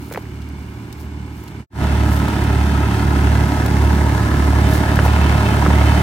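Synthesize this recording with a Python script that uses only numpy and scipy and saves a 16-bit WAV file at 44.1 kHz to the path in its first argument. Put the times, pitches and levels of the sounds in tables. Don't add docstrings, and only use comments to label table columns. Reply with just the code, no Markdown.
import sys
import numpy as np
from scipy import signal
from scipy.fft import rfft, irfft, next_fast_len
from scipy.io import wavfile
from scipy.ndimage import map_coordinates

SR = 44100
rng = np.random.default_rng(int(sys.argv[2]) if len(sys.argv) > 2 else 0)


def bounce(signal):
    frames = np.transpose(np.atleast_2d(signal))
    limited = np.clip(frames, -1, 1)
    pcm = np.round(limited * 32767).astype(np.int16)
    wavfile.write(sys.argv[1], SR, pcm)


N = 265526
T = np.arange(N) / SR
CYLINDERS = 3
FAR_END_S, NEAR_START_S = 1.668, 1.695


def amp(db):
    return 10 ** (np.asarray(db) / 20)


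def unit(x):
    return x / np.sqrt(np.mean(x ** 2) + 1e-20)


def along(points, hz):
    f, v = np.transpose(points)
    return np.interp(np.log(hz + 1), np.log(f + 1), v)


def curves(rows):
    times, *columns = np.transpose(rows)
    return [np.interp(T, times, column) for column in columns]


def wobble(rate):
    return map_coordinates(rng.standard_normal(int(N * rate / SR) + 4), [T * rate])


def filtered(x, response):
    size = next_fast_len(N + SR // 4)
    return irfft(rfft(x, size) * response(np.fft.rfftfreq(size, 1 / SR)), size)[..., :N]


def causal(gain):
    cepstrum = irfft(np.log(np.maximum(gain, 1e-6)))
    half = len(cepstrum) // 2
    return np.exp(rfft(cepstrum * np.r_[1, np.full(half - 1, 2), 1, np.zeros(half - 1)]))


def coloured(x, spectrum):
    return unit(filtered(x, lambda hz: causal(amp(along(spectrum, hz)))))


# frequency_hz, correlation
COHERENCE = [(60, 1), (350, 1), (510, .4), (720, .88), (1050, .92), (1200, .2), (1400, .4), (2000, .55),
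             (2500, .4), (3700, .5), (5500, .15), (9000, .25), (11500, .6), (15000, .6)]
def spread(pair):
    angle = lambda hz: np.arccos(np.clip(along(COHERENCE, hz), -1, 1)) / 2
    mid, side = filtered(pair, lambda hz: np.array([np.cos(angle(hz)), np.sin(angle(hz))]))
    return unit(np.array([mid + side, mid - side]))


def strokes(cycles, offset, pattern_db, scatter_db, jitter_s):
    k = np.arange(int(cycles[-1] - offset) + 1)
    chance = rng.standard_normal((len(k), 2))
    start_s = np.interp(k + offset, cycles, T) + jitter_s * chance[:, 0]
    size = amp(np.take(pattern_db, k, mode="wrap") + scatter_db * chance[:, 1])
    return np.bincount(np.clip(start_s * SR, 0, N - 1).astype(int), size, N)


def hum(firing, harmonics, slip_hz):
    def tone(cycles):
        return unit(np.cos(2 * np.pi * cycles + 0.044 * wobble(4.6))) * amp(0.24 * wobble(5.6))
    return sum(amp(engine_db) * tone(order * firing)
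               + amp(drum_db) * tone(order * (firing - slip_hz * (T - swell_s)))
               for order, engine_db, drum_db, swell_s in harmonics)


LINE_ORDERS = np.array([3, 5, 11, 17, 21, 23, 24, 26, 29, 32])
LINE_LEVELS = [-20, -11.5, -11, -9, -12.5, -9, -11, -14, -13.5, -16.5]
# frequency_hz, gain_db
PIPE_RESPONSE = [(15, -36), (28, -40), (38, -13), (55, -0.5), (90, -0.5), (135, 0.5), (215, 1.5),
                 (245, -1.5), (285, -1.5), (390, -4.5), (450, -15.5), (560, -23.5), (1000, -61)]
def exhaust(firing, lines_db, puff_db, rumble_db):
    def line(order):
        phase = 2 * np.pi * (order * firing / CYLINDERS + rng.random())
        return unit(np.cos(phase + 0.041 * order * wobble(9)))
    lines = sum(amp(db + 2.04 * wobble(4.055)) * line(k) for k, db in zip(LINE_ORDERS, LINE_LEVELS))
    puffs = coloured(strokes(firing, 0, [.7, -1, 0], scatter_db=1, jitter_s=.0004), PIPE_RESPONSE)
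    throb = 1 + .18 * np.cos(2 * np.pi * firing)
    rumble = spread(coloured(throb * rng.standard_normal((2, N)), PIPE_RESPONSE))
    return amp(lines_db) * lines + amp(puff_db) * puffs + amp(rumble_db) * rumble


# offset_firings, level_db
CYCLE_KNOCKS = [(.05, -10), (.42, -6), (.70, -1), (.82, -3), (1.08, -7), (1.45, -3), (1.70, -2), (2.08, -9),
                (2.28, -10), (2.46, -4.5), (2.69, -1), (2.84, -4)]
def knocking(firing, decay_s, wash):
    hits = sum(strokes(firing / CYLINDERS, offset / CYLINDERS, [db], scatter_db=1.5, jitter_s=.0003)
               for offset, db in CYCLE_KNOCKS)
    bursts = signal.lfilter([1], [1, -np.exp(-1 / (decay_s * SR))], hits)
    return unit((unit(bursts) + wash) * rng.standard_normal((2, N)))


def ringing(x, modes):
    mode = lambda hz, width: signal.lfilter(*signal.iirpeak(hz, hz / width, fs=SR), x)
    return spread(sum(amp(db + 1.7 * wobble(4)) * mode(hz, width) for hz, width, db in modes))


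# pitch_hz, bandwidth_hz, level_db
PANEL_MODES = [(508, 27, -2.5), (630.5, 28, 6), (729, 33, -0.5), (858, 27, 4.5), (936, 42, 4),
               (1012, 20, -1.5), (1284, 21, 8), (1418, 33, -0.5), (1568, 35, -5.5), (1680, 44, -1.5),
               (1798, 25, -4), (2000, 37, -5.5)]
def panels(firing, decay_s, wash):
    return ringing(knocking(firing, decay_s, wash), PANEL_MODES)


def straw(firing, spectrum, grain_db, throb):
    grains = amp(grain_db * wobble(1000) + 0.53 * wobble(13))
    pulsing = 1 + throb * np.cos(2 * np.pi * (firing - .5))
    return spread(coloured(grains * pulsing * rng.standard_normal((2, N)), spectrum))


# order, engine_db, drum_db, swell_time_s
FAR_HARMONICS = [(2, 1, -3, 0.49), (3, -2, -12, 0.78), (4, -13, -13, 0.587), (5, -12.5, -17, 0.4)]
# frequency_hz, gain_db
FAR_BLOCK = [(380, -23), (460, -3), (510, 0), (580, -7), (700, 0), (1000, -2.5), (1400, -2), (1850, -10.5),
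             (2200, -3.5), (2900, -10.5), (3500, -14), (4500, -31), (6500, -50)]
# frequency_hz, gain_db
FAR_CHAFF = [(2500, -24), (4200, 4), (6000, 0.5), (7000, -2), (8500, 0.5), (10000, -11.5), (12000, -9),
             (15000, -9)]
def far_machine(firing):
    direct = spread(coloured(knocking(firing, decay_s=0.0038, wash=2.9), FAR_BLOCK))
    comb = lambda hz: 1 - .42 * np.exp(-2j * np.pi * hz * .00154)
    clatter = unit(filtered(direct, comb)) + amp(-6.5) * panels(firing, decay_s=0.0024, wash=0.99)
    drone = hum(firing, FAR_HARMONICS, slip_hz=0.745)
    pipe = exhaust(firing, lines_db=-3, puff_db=-12.5, rumble_db=-1)
    hiss = straw(firing, FAR_CHAFF, grain_db=1.5, throb=.05)
    return amp(-36) * (drone + pipe) + amp(-44) * clatter + amp(-54) * hiss


# centre_s, length_s, level_db
TREADS = [(0.02, 0.11, -53), (0.132, 0.14, -51), (0.335, 0.13, -63), (.75, 0.33, -61), (1.02, 0.067, -53),
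          (1.41, 0.15, -54), (2.146, 0.078, -37.5), (4.74, 0.08, -34.5), (5.053, 0.043, -38)]
# start_s, level_db, stem_offset_db
STRAW_SNAPS = [(0.1256, -24.5, -24), (0.1374, -29, -3.5), (0.1473, -39, -9), (0.174, -34, -3),
               (0.418, -47, 8), (0.4888, -37, -18), (0.698, -47, -8), (0.927, -29, -4), (1.01, -38, -11),
               (1.479, -42.5, 7.5), (2.283, -29, 0), (2.44, -27, -10), (2.943, -31, 2), (3.6616, -18, -7),
               (4.9577, -21, -12), (5.0599, -27, -3)]
# frequency_hz, gain_db
THIN_STALK = [(1500, -30), (4000, 0.5), (9000, -4), (11500, -0.5), (15500, -2)]
# frequency_hz, gain_db
THICK_STEM = [(1000, -14), (3500, 2), (4700, 1), (8000, -8), (15000, -15)]
def stubble():
    burst = lambda start_s, t60_s: amp(-60 * np.clip(T - start_s, 0, 1) / t60_s) * (T >= start_s)
    noise = lambda spectrum: spread(coloured(rng.standard_normal((2, N)), spectrum))
    snaps = sum(amp(db - 4) * burst(s, t60_s=0.015) for s, db, _ in STRAW_SNAPS)
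    cracks = sum(amp(db + stem_db - 5.5) * burst(s, t60_s=0.047) for s, db, stem_db in STRAW_SNAPS)
    treads = sum(amp(db) * np.exp(-2 * ((T - s) / length) ** 2) for s, length, db in TREADS)
    rustle = amp(-71 + 2.1 * wobble(7.8))
    crunch = (treads + rustle) * unit(amp(5 * wobble(900)))
    return (snaps + crunch) * noise(THIN_STALK) + cracks * noise(THICK_STEM)


# start_s, level_db, pitch_hz, t60_s, grit_offset_db
CLOD_KNOCKS = [(.112, -24, 1500, .004, -10), (.1135, -23.5, 470, .014, -20), (.1225, -25, 800, .008, -8),
               (.1235, -28, 2200, .006, -9), (.138, -27, 1600, .007, -7), (.1473, -19, 1900, .005, -9),
               (.1488, -21, 540, .011, -14), (.159, -16.5, 1350, .005, -7), (.1751, -10, 860, .006, -15),
               (.1772, -20, 580, .015, -18), (.255, -35, 2000, .006, -5), (1.585, -37, 1120, .008, -7),
               (2.2795, -13, 1300, .005, -13), (2.335, -18, 1200, .005, -12), (2.911, -16, 1280, .0045, -8),
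               (4.9906, -.5, 1520, .0052, -18), (4.991, -9, 2800, .004, -14), (5.0622, -6, 850, .012, -20),
               (5.663, -4.5, 1300, .0055, -13), (5.6645, -10, 700, .007, -18),
               (5.7038, -5.5, 805, .008, -16)]
# frequency_hz, gain_db
SOIL_RESPONSE = [(150, -21), (400, 7.5), (750, 2), (1300, 2), (2300, 2), (3400, -11), (5000, -12),
                 (12000, -18)]
def clods():
    out, t = np.zeros((2, N + SR)), np.arange(SR // 20) / SR
    lowpass = signal.butter(2, 2950, fs=SR)
    crumble = amp(-60 * t / .006) + .3 * amp(-60 * t / .07)
    for start_s, db, hz, t60_s, grit_db in CLOD_KNOCKS:
        ring = np.sin(2 * np.pi * hz * t) * amp(-60 * t / t60_s)
        grit = crumble * (rng.standard_normal(len(t)) + rng.standard_normal((2, len(t))))
        grit = unit(signal.lfilter(*lowpass, grit)) * np.sqrt(np.mean(crumble ** 2))
        start = round(start_s * SR)
        out[:, start:start + len(t)] += amp(db) * (ring + amp(grit_db) * grit)
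    return filtered(out[:, :N], lambda hz: causal(amp(along(SOIL_RESPONSE, hz))))


# time_s, rasp_db, rattle_db
DRUM_LEVELS = [(1.9, -39, -46), (2.3, -38, -44), (3.2, -38.5, -52), (4.2, -41.5, -49), (4.7, -37, -39),
               (5.14, -35.5, -38), (5.25, -36, -35), (5.38, -34, -38), (5.5, -36.5, -33.5),
               (5.78, -34.5, -43), (5.9, -36.5, -30.5), (6, -34, -37)]
# frequency_hz, gain_db
RASP_SPECTRUM = [(1500, -45), (2200, 5.5), (2600, 2.5), (2850, -0.5), (3050, 2), (3330, -.5), (3580, -0.5),
                 (4000, -6), (4300, -9.5), (5500, -17), (8000, -48)]
# pitch_hz, bandwidth_hz, level_db
CASING_MODES = [(2610, 67, 6.5), (2823, 45, -7.5), (3057, 25, 3.5), (3548, 31, 1.5), (4290, 98, -6)]
def drum(firing):
    rasp_db, rattle_db = curves(DRUM_LEVELS)
    rasp = amp(rasp_db) * spread(coloured(knocking(firing, decay_s=0.014, wash=2.8), RASP_SPECTRUM))
    rattle = amp(rattle_db) * ringing(knocking(firing, decay_s=0.009, wash=0.96), CASING_MODES)
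    surge = amp(wobble(10))
    return surge * (rasp + rattle)


def approach(start_db, halving_db):
    start_m, walk_m_per_s = 9.03, 0.82
    range_m = start_m - walk_m_per_s * np.maximum(T - NEAR_START_S, 0)
    return amp(start_db + halving_db * np.log2(start_m / range_m))


# time_s, left_delay_s, left_gain, right_delay_s
REFLECTION = [(1.7, .00162, -.17, .00105), (2.4, .00182, -.08, .00111), (2.7, .00176, -.38, .00114),
              (3.6, .00164, -.38, .00109), (4.2, .00154, -.22, .00104), (4.7, .0015, -.16, .00101),
              (5.3, .00147, -.04, .00099), (6.02, .00145, -.06, .00099)]
def echoed(pair):
    left_delay, left_gain, right_delay = curves(REFLECTION)
    late = lambda x, delay_s: map_coordinates(x, [(T - delay_s) * SR])
    left, right = pair
    return np.array([left + left_gain * late(left, left_delay), right + 0.14 * late(right, right_delay)])


# order, engine_db, drum_db, swell_time_s
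NEAR_HARMONICS = [(2, 4.5, -3.5, 3.912), (3, -0.5, -9.5, 4.19), (4, -10, -11.5, 4.05),
                  (5, -12.5, -11.5, 4.95), (6, -17.5, -16, 3.1)]
# frequency_hz, gain_db
NEAR_BLOCK = [(250, -28), (430, 0), (520, -2.5), (620, 0.5), (720, 0.5), (900, -0.5), (1030, -3),
              (1130, -2.5), (1380, -2), (1520, -4.5), (1720, -1.5), (1900, -14.5), (2100, -8), (2500, -25),
              (4000, -43)]
# frequency_hz, gain_db
NEAR_CHAFF = [(2500, -21), (4200, 1), (6000, 0), (7000, -4.5), (8500, -1), (10000, -6.5), (12000, -10),
              (15000, -5.5)]
def near_machine(firing):
    block = spread(coloured(knocking(firing, decay_s=.0026, wash=1.6), NEAR_BLOCK))
    ring = amp(-1) * panels(firing, decay_s=.002, wash=.7)
    clatter = approach(-27, 7.75) * unit(block + ring)
    threshing = drum(firing)
    drone = approach(-23, 4.4) * hum(firing, NEAR_HARMONICS, slip_hz=.793)
    pipe = approach(-21.5, 2.1) * exhaust(firing, lines_db=-3.5, puff_db=-15, rumble_db=-3)
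    hiss = approach(-40, 5.3) * straw(firing, NEAR_CHAFF, grain_db=0, throb=0.089)
    return drone + pipe + echoed(clatter + threshing) + hiss


# frequency_hz, difference_db
LEVEL_DIFFERENCE = [(60, -2.5), (92, -1.5), (140, -4), (210, -2), (330, -4.5), (500, 3), (770, 0.5),
                    (1170, 0.5), (1790, -1.5), (2740, -3), (4190, 0.5), (6410, 1.5), (9810, -5.5),
                    (15000, 2.5)]
# frequency_hz, lead_rad
PHASE_DIFFERENCE = [(60, 0), (400, 0.07), (510, 2.4), (660, -0.5), (1030, 1.15), (1200, 2.4), (1330, 0.44),
                    (1750, 1.6), (1980, -1.16), (2400, -2.5), (3100, 0.16), (3700, 0.76), (5000, 2.5),
                    (6500, 0), (9000, -2.3), (11500, 0), (15000, 3)]
def ports(hz):
    sides = np.array([[1], [-1]]) / 2
    return amp(sides * along(LEVEL_DIFFERENCE, hz)) * np.exp(1j * sides * along(PHASE_DIFFERENCE, hz))


def fade(seconds, length_s):
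    return np.clip(seconds / length_s, 0, 1) ** 2


# time_s, firing_rate_hz
FIRING_RATE = [(0, 37.2), (.4, 37.25), (1, 37.5), (1.6, 37.6), (1.75, 36.4), (3.2, 36.35), (4, 36.5),
               (4.8, 36.6), (5.4, 36.8), (6.02, 36.9)]
def scene():
    firing = np.cumsum(curves(FIRING_RATE)[0]) / SR
    far = fade(FAR_END_S - T, length_s=0.062)
    near = fade(T - NEAR_START_S, length_s=0.13)
    machine = far * far_machine(firing) + near * near_machine(firing)
    return filtered(machine, ports) + (far + near) * (clods() + stubble())


def record(dry):
    rounded = dry / (1 + np.abs(dry / .97) ** 10) ** (1 / 10)
    return filtered(rounded, lambda hz: hz < 15900)


dry = scene()
out = record(dry)
bounce(out)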